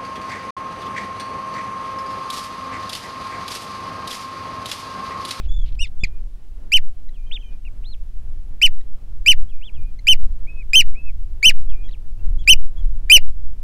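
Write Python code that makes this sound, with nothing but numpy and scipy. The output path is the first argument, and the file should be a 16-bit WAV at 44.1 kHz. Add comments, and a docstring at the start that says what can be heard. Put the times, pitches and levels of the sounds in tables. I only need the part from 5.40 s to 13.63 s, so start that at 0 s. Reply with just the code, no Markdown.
"""An oystercatcher on open gravel, close to the microphone, gives sharp 'kleep' alarm calls.
Its chick peeps and trills, short yelps sound, and other birds call and whistle farther off; each
voice is a vibrating membrane, answered by the stony ground, and some turn briefly raspy.
Wind rumbles on the microphone and rushes over the gravel, and there is one dull low thump.
The loudest calls overload the microphone: its bias swings and the signal hits the rails."""
import sys
import numpy as np
from scipy import signal
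from scipy.fft import rfft, irfft, next_fast_len
from scipy.io import wavfile
from scipy.ndimage import uniform_filter1d, map_coordinates

SR = 44100
rng = np.random.default_rng(int(sys.argv[2]) if len(sys.argv) > 2 else 0)


def generate_wav(sig):
    """Save sig (samples, or channels by samples) to the path in sys.argv[1] as 16-bit PCM at SR."""
    pcm = np.round(np.clip(np.atleast_2d(sig).T, -1, 1) * 32767).astype(np.int16)
    wavfile.write(sys.argv[1], SR, pcm)


N = 362943
TIME = np.arange(N) / SR

# Wind. Each row: time in seconds, buffeting of the microphone and rush over gravel in relative dB.
WIND_LEVELS = [(0.02, -28, -61.5), (0.2, -20, -61), (0.22, -24, -61.5), (0.57, -34, -60), (0.64, -19, -62),
               (0.68, -31.5, -61), (1.02, -41, -62), (2.39, -36, -62), (2.5, -31.5, -62), (3.55, -35, -60),
               (4.01, -27, -61.5), (4.3, -36, -61.5), (4.39, -21, -62), (4.53, -30, -61.5),
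               (6.53, -29.5, -60), (6.94, -25, -61), (7.33, -34, -60.5), (7.38, -24, -60),
               (7.99, -32.5, -62), (8.2, -30, -60)]
# Colours of buffeting, rush, hiss and voice rasps. Each row: frequency in Hz, density in relative dB.
BUFFET_SPECTRUM = [(3, 4.5), (12, 5), (25, -3), (50, -15), (100, -29), (200, -48), (500, -68), (1500, -110)]
RUSH_SPECTRUM = [(30, -6), (120, 2.5), (250, -2.5), (500, -10.5), (1000, -17.5), (2000, -25), (8000, -50)]
HISS_SPECTRUM = [(100, -10), (1000, -4), (2800, 4.5), (4000, 1.5), (10000, -3), (15500, -7.5)]
RASP_SPECTRUM = [(1200, -25), (2800, -4), (3800, -4.5), (5000, -14), (8000, -35)]
# Short yelps. Each row: time of the top, rise and fall in seconds, top pitch in Hz,
# squareness of the arch as a power, level in dB.
YELP_NOTES = [(.008, .004, .032, 2560, 2, -54.5), (.424, .035, .04, 2920, 1.8, -23.5),
              (.638, .002, .017, 2530, 1.1, -15.5)]
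# Rasps in the birds' voices. Each row: start in seconds, length in seconds, level in dB.
VOICE_RASPS = [(.01, .07, -57), (.255, .06, -54.5), (.32, .01, -53), (.345, .016, -54),
               (1.936, .018, -50.5)]
# The chick. Each row: start and length in seconds, top pitch in Hz, level in dB, trill depth 0 to 1.
CHICK_PEEPS = [(0.083, .17, 3488, -42.5, 0.87), (0.42, .041, 3680, -37.5, 0.1),
               (0.603, 0.057, 3515, -44, 0.16), (1.862, 0.047, 3170, -55, 1), (1.98, .135, 3130, -51, 1),
               (6.439, 0.049, 3330, -51.5, 0.01), (6.985, 0.044, 3370, -46.5, 0.2),
               (7.368, 0.049, 3360, -51, 0.12)]
# A wader in the distance. Each row: start in seconds, level in dB.
WADER_WHISTLES = [(.64, -61), (1.745, -61.5), (2.006, -57), (4.098, -61), (4.35, -57), (6.04, -55),
                  (6.302, -53)]
# The shape of its whistle. Each row: time from the start in seconds, pitch in Hz, gain in dB.
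WHISTLE_SHAPE = [(-.014, 3002, -10), (0, 3376, 6), (.01, 3140, 2), (.024, 2576, 3.5), (.042, 2415, 0.5),
                 (.08, 2405, -2), (.125, 2464, -2), (.16, 2416, -7)]
# The oystercatcher's alarm. Each row: onset, register break, release and length of the closing fall
# in seconds, start and top pitch in Hz, level in dB, lateness of the rise as a power.
ALARM_CALLS = [(1.3195, 1.341, 1.372, .018, 2260, 3071, -6.4, 1.1),
               (3.2162, 3.233, 3.264, .017, 2260, 3050, -5, 1.0),
               (3.862, 3.886, 3.92, .018, 2329, 3055, -2.8, 1.8),
               (4.6703, 4.6867, 4.733, .016, 2345, 3073, -4.3, 2.4),
               (5.3335, 5.357, 5.409, .016, 2427, 3114, -2, 3.8),
               (6.029, 6.060, 6.096, .02, 2227, 3072, -1.2, 1.7),
               (7.076, 7.101, 7.135, .005, 2330, 3078, 2, 1.6),
               (7.699, 7.723, 7.770, .014, 2379, 3068, 4, 4.5)]
# Its overtones. 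Each row: harmonic number, dB against the fundamental in the low and high register.
ALARM_OVERTONES = [(2, -12.5, -26.5), (3, -19.5, -39.5), (4, -30, -33), (5, -31, -42), (6, -35.5, -42.5)]
# Tiny contact notes around the flat. Each row: start in seconds, pitch in Hz, level in dB.
CONTACT_PIPS = [(1.688, 1997, -53), (3.408, 1920, -53), (4.589, 2047, -45.5), (6.488, 1963, -49.5)]
# Birds farther off. Each row: time of the top, rise and fall in seconds, top pitch in Hz,
# squareness of the arch as a power, level in dB, dip at the top in dB.
DISTANT_CALLS = [(1.943, .032, 0.034, 3670, 2.5, -28, 4), (2.254, .004, .034, 2840, 1.6, -43.5, 2),
                 (2.498, .061, .055, 4250, 3.4, -44, 4), (4.263, .051, 0.039, 3540, 1.5, -41.5, 0),
                 (5.148, 0.081, .082, 2555, 7, -38, 15), (5.64, .091, .068, 2603, 6, -38.5, 17),
                 (6.514, .004, .043, 4600, 1.05, -45.5, 11), (6.8, .01, .012, 2720, 4, -60, 0)]


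def amp(db):
    """Decibels to gain."""
    return 10 ** (np.asarray(db) / 20)


def unit(x):
    """Scale to rms 1."""
    return x / np.sqrt(np.mean(x ** 2) + 1e-20)


def wobble(rate, size):
    """A smooth random curve, rate knots a second."""
    knots = rng.standard_normal(int(size * rate / SR) + 4)
    return map_coordinates(knots, [np.arange(size) * rate / SR])


def filtered(x, response):
    """Filter x by a response given as a function of Hz."""
    size = next_fast_len(N + SR)
    return irfft(rfft(x, size) * response(np.fft.rfftfreq(size, 1 / SR)), size)[:N]


def noise(spectrum):
    """Noise of rms 1 with the given (Hz, dB) colour."""
    knot_hz, db = np.transpose(spectrum)
    white = rng.standard_normal(N)
    return unit(filtered(white, lambda hz: amp(np.interp(np.log(hz + 1), np.log(knot_hz + 1), db))))


def add(out, t, sound):
    """Mix a sound in at the times t."""
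    out[round(t[0] * SR):][:len(t)] += sound


def span(start, end):
    """Sample times of one note."""
    return np.arange(round(start * SR), max(round(end * SR), round(start * SR) + 2)) / SR


def arch(top_s, rise, fall, top_hz, start_hz, end_hz, squareness):
    """Times and pitch of an arched note, and the way from its top (0) to either end (1)."""
    t = span(top_s - rise, top_s + fall)
    away = np.clip(np.maximum((top_s - t) / rise, (t - top_s) / fall), 0, 1)
    foot_hz = np.where(t < top_s, start_hz, end_hz)
    return t, top_hz + (foot_hz - top_hz) * away ** squareness, away


def wind(buffet_lift_db=12, rush_lift_db=6, hiss_db=-67):
    """Gusts buffet the microphone and rush over the gravel above a steady hiss."""
    times, buffet_db, rush_db = np.transpose(WIND_LEVELS)
    gust = wobble(5.8, N)
    buffet = noise(BUFFET_SPECTRUM) * amp(np.interp(TIME, times, buffet_db) + buffet_lift_db + 2 * gust)
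    rush = noise(RUSH_SPECTRUM) * amp(np.interp(TIME, times, rush_db) + rush_lift_db + .74 * gust)
    flutter = amp(2 * wobble(15, N))
    return buffet + rush * flutter + amp(hiss_db) * noise(HISS_SPECTRUM)


def syrinx(t, hz, db, overtones_db, jitter=.0011, shimmer_db=.8, edge_s=.0007):
    """A bird's vibrating membrane: a slightly unsteady tone and its overtones."""
    phase = 2 * np.pi * np.cumsum(hz * (1 + jitter * wobble(900, len(t)))) / SR
    tone = np.sin(phase) + sum(amp(level) * np.sin(k * phase) for k, level in enumerate(overtones_db, 2))
    fade = np.clip(np.minimum(t - t[0], t[-1] - t) / edge_s, 0, 1)
    return tone * fade * amp(db + shimmer_db * wobble(500, len(t)))


def yelps(start_hz=2420, end_hz=1847, end_fade_db=24.5):
    """Soft arched notes, rich in overtones, that fade toward both ends."""
    out = np.zeros(N)
    for top_s, rise, fall, top_hz, squareness, db in YELP_NOTES:
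        t, hz, away = arch(top_s, rise, fall, top_hz, start_hz, end_hz, squareness)
        fade_db = end_fade_db * away ** 2.3 * np.where(t < top_s, .5, 1)  # the start is the firmer end
        add(out, t, syrinx(t, hz, db - fade_db, [-10, -17.5, -30.5, -45.5], jitter=.009, shimmer_db=1.5))
    return out


def voice_rasps(tail_s=.024, tail_db=-12.5, flutter_db=2.5):
    """Brief rasps in the birds' voices: around the chick's trill, at peep ends and in one distant call."""
    tails = [(start + length, tail_s, db + tail_db) for start, length, _, db, _ in CHICK_PEEPS]
    envelope = sum(amp(db) * np.sin(np.pi * np.clip((TIME - start) / length, 0, 1))
                   for start, length, db in VOICE_RASPS + tails)
    return envelope * amp(flutter_db * wobble(110, N)) * noise(RASP_SPECTRUM)


def chick(trill_hz=39.5):
    """Thin arched peeps that fade as they droop, some chopped into a trill."""
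    out = np.zeros(N)
    for start, length, top_hz, db, trill in CHICK_PEEPS:
        t = span(start, start + length)
        droop = ((t - start) / length - .42) ** 2
        gaps = (.5 + .5 * np.cos(2 * np.pi * trill_hz * (t - start))) ** 4
        level_db = db - 26 * droop - 24 * trill * gaps
        add(out, t, syrinx(t, top_hz * (1 - .24 * droop), level_db, overtones_db=[-17]))
    return out


def wader_whistles():
    """Far out on the flat, each whistle flicks up and settles on a level pitch."""
    out = np.zeros(N)
    after, shape_hz, shape_db = np.transpose(WHISTLE_SHAPE)
    for start, db in WADER_WHISTLES:
        t = span(start + after[0], start + after[-1])
        hz = np.interp(t - start, after, shape_hz)
        add(out, t, syrinx(t, hz, db + np.interp(t - start, after, shape_db), overtones_db=[-30]))
    return out


def low_thump(start_s=.6345, peak_db=-12.5, decay_s=.003):
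    """One short, dull low thump: a single one-sided pulse."""
    age = np.maximum(TIME - start_s, 0) / decay_s
    return amp(peak_db) * age * np.exp(1 - age)


def oystercatcher(lead_s=.0087, break_hz=2930, closing_hz=2577, closing_hz_per_s=52700,
                  scoop_db_per_hz=.0175, rasp_db=-45, crack_db=12, crack_s=.0021):
    """At close range, each kleep scoops up, breaks into a purer high register, arches and drops back."""
    out = np.zeros(N)
    for onset, break_s, release, fall, start_hz, top_hz, db, lateness in ALARM_CALLS:
        t = span(onset - lead_s, release + fall)
        rise = np.clip((t - onset) / (break_s - onset), 0, 1)
        hold = np.clip((t - break_s) / (release - break_s), 0, 1)
        lead_hz = np.interp(t, [onset - lead_s, onset], [1550, 1950])
        scoop_hz = start_hz + (break_hz - start_hz) * (.2 * rise + .8 * rise ** lateness)
        arch_hz = top_hz * (1 - .25 * np.abs(hold - .28) ** 2.4)  # peaks early in the hold, then sags
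        fall_hz = closing_hz - closing_hz_per_s * (t - release)
        hz = np.select([t < onset, t < break_s, t < release], [lead_hz, scoop_hz, arch_hz], fall_hz)
        hz = uniform_filter1d(hz, size=50)
        swell_times = [onset - lead_s, onset - .001, onset + .00037, break_s,
                       release - .008, release, release + .003, release + fall]
        level_db = db + np.interp(t, swell_times, [-44, -23.5, 1.5, .5, 0, -3.5, -11, -33])
        level_db -= scoop_db_per_hz * (break_hz - scoop_hz)  # loudness follows the pitch up the scoop
        register_times = [break_s - .003, break_s + .002, release - .008, release + .002]
        high = np.interp(t, register_times, [0, 1, 1, 0])
        reedy_db = 4 * hold * (1 - high)  # the voice turns reedier as it closes
        overtones_db = [reedy_db + low_db + (high_db - low_db) * high
                        for _, low_db, high_db in ALARM_OVERTONES]
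        # the voice cracks briefly at its onset and at the register break
        cracks = sum(np.exp(-((t - at) / crack_s) ** 2) for at in (onset, break_s))
        rasp = rng.standard_normal(len(t)) * amp(level_db + rasp_db + crack_db * cracks)
        add(out, t, syrinx(t, hz, level_db, overtones_db, jitter=.003, shimmer_db=.3) + rasp)
    return out


def contact_pips(length_s=.01):
    """Faint, tiny notes with an unsteady pitch and a strong octave."""
    out = np.zeros(N)
    for start, hz, db in CONTACT_PIPS:
        t = span(start, start + length_s)
        add(out, t, syrinx(t, hz, db, overtones_db=[-1, -14], jitter=.032, edge_s=.0031))
    return out


def distant_birds(foot_hz=2130, end_fade_db=11.5, dip_width=.4):
    """Nearly pure calls from farther off, most of them loudest on the shoulders of their arch."""
    out = np.zeros(N)
    for top_s, rise, fall, top_hz, squareness, db, dip_db in DISTANT_CALLS:
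        t, hz, away = arch(top_s, rise, fall, top_hz, foot_hz, foot_hz, squareness)
        shape_db = -dip_db * np.exp(-(away / dip_width) ** 2) - end_fade_db * away ** 5
        add(out, t, syrinx(t, hz, db + shape_db, overtones_db=[-36]))
    return out


def ground(direct, slap_s=.0135, slap_db=-22, stones_db=-28, stones_t60_s=.07,
           flat_db=-51, flat_t60_s=.28, cutoff_hz=8000):
    """The ground adds one short slap, scatter from the stones and a very faint tail from the flat."""
    t = span(0, .36)
    tail = sum(amp(db) * unit(rng.standard_normal(len(t)) * amp(-60 * t / t60) * (t > .003))
               for db, t60 in [(stones_db, stones_t60_s), (flat_db, flat_t60_s)])
    scatter = signal.fftconvolve(direct, tail / np.sqrt(len(t)))[:N]
    slap = amp(slap_db) * np.pad(direct, (round(slap_s * SR), 0))[:N]
    return direct + filtered(scatter + slap, lambda hz: 1 / (1 + (hz / cutoff_hz) ** 2))


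def scene():
    """Birds near and far over open gravel, heard from one microphone in the wind."""
    birds = oystercatcher() + yelps() + chick() + distant_birds() + wader_whistles() + contact_pips()
    return (ground(birds) + voice_rasps() + low_thump() + wind())[None]


def record(dry, rail=.74, swing_gain=1.8, bias_ceiling=.6, swing_hz=2.5, damping=.86,
           lag_hz=14, delay_s=.019, cutoff_hz=15900):
    """The microphone rectifies loud sound into a slow swing of its bias; the sum clips at the rails."""
    def recovery(hz):
        """The bias answers late, overshoots and settles back to zero."""
        p = 1j * hz / swing_hz
        highpass = p * p / (1 + damping * p + p * p)
        return highpass / (1 + 1j * hz / lag_hz) ** 2 * np.exp(-2j * np.pi * hz * delay_s)
    treble = filtered(dry[0], lambda hz: hz > 1000)
    rectified = np.minimum(np.abs(treble), rail)
    bias = swing_gain * filtered(np.tanh(2 * rectified), recovery)
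    # the upward swing levels off softly; the undershoot can reach the lower rail and mute everything
    bias = -np.logaddexp(-20 * bias, -20 * bias_ceiling) / 20
    oversampled = signal.resample_poly(dry[0] + bias, 2, 1)
    clipped = oversampled / (1 + np.abs(oversampled / rail) ** 20) ** (1 / 20)
    mono = signal.resample_poly(clipped, 1, 2)
    return filtered(mono, lambda hz: 1 / (1 + (hz / cutoff_hz) ** 200))[None]


dry = scene()
out = record(dry)
generate_wav(out)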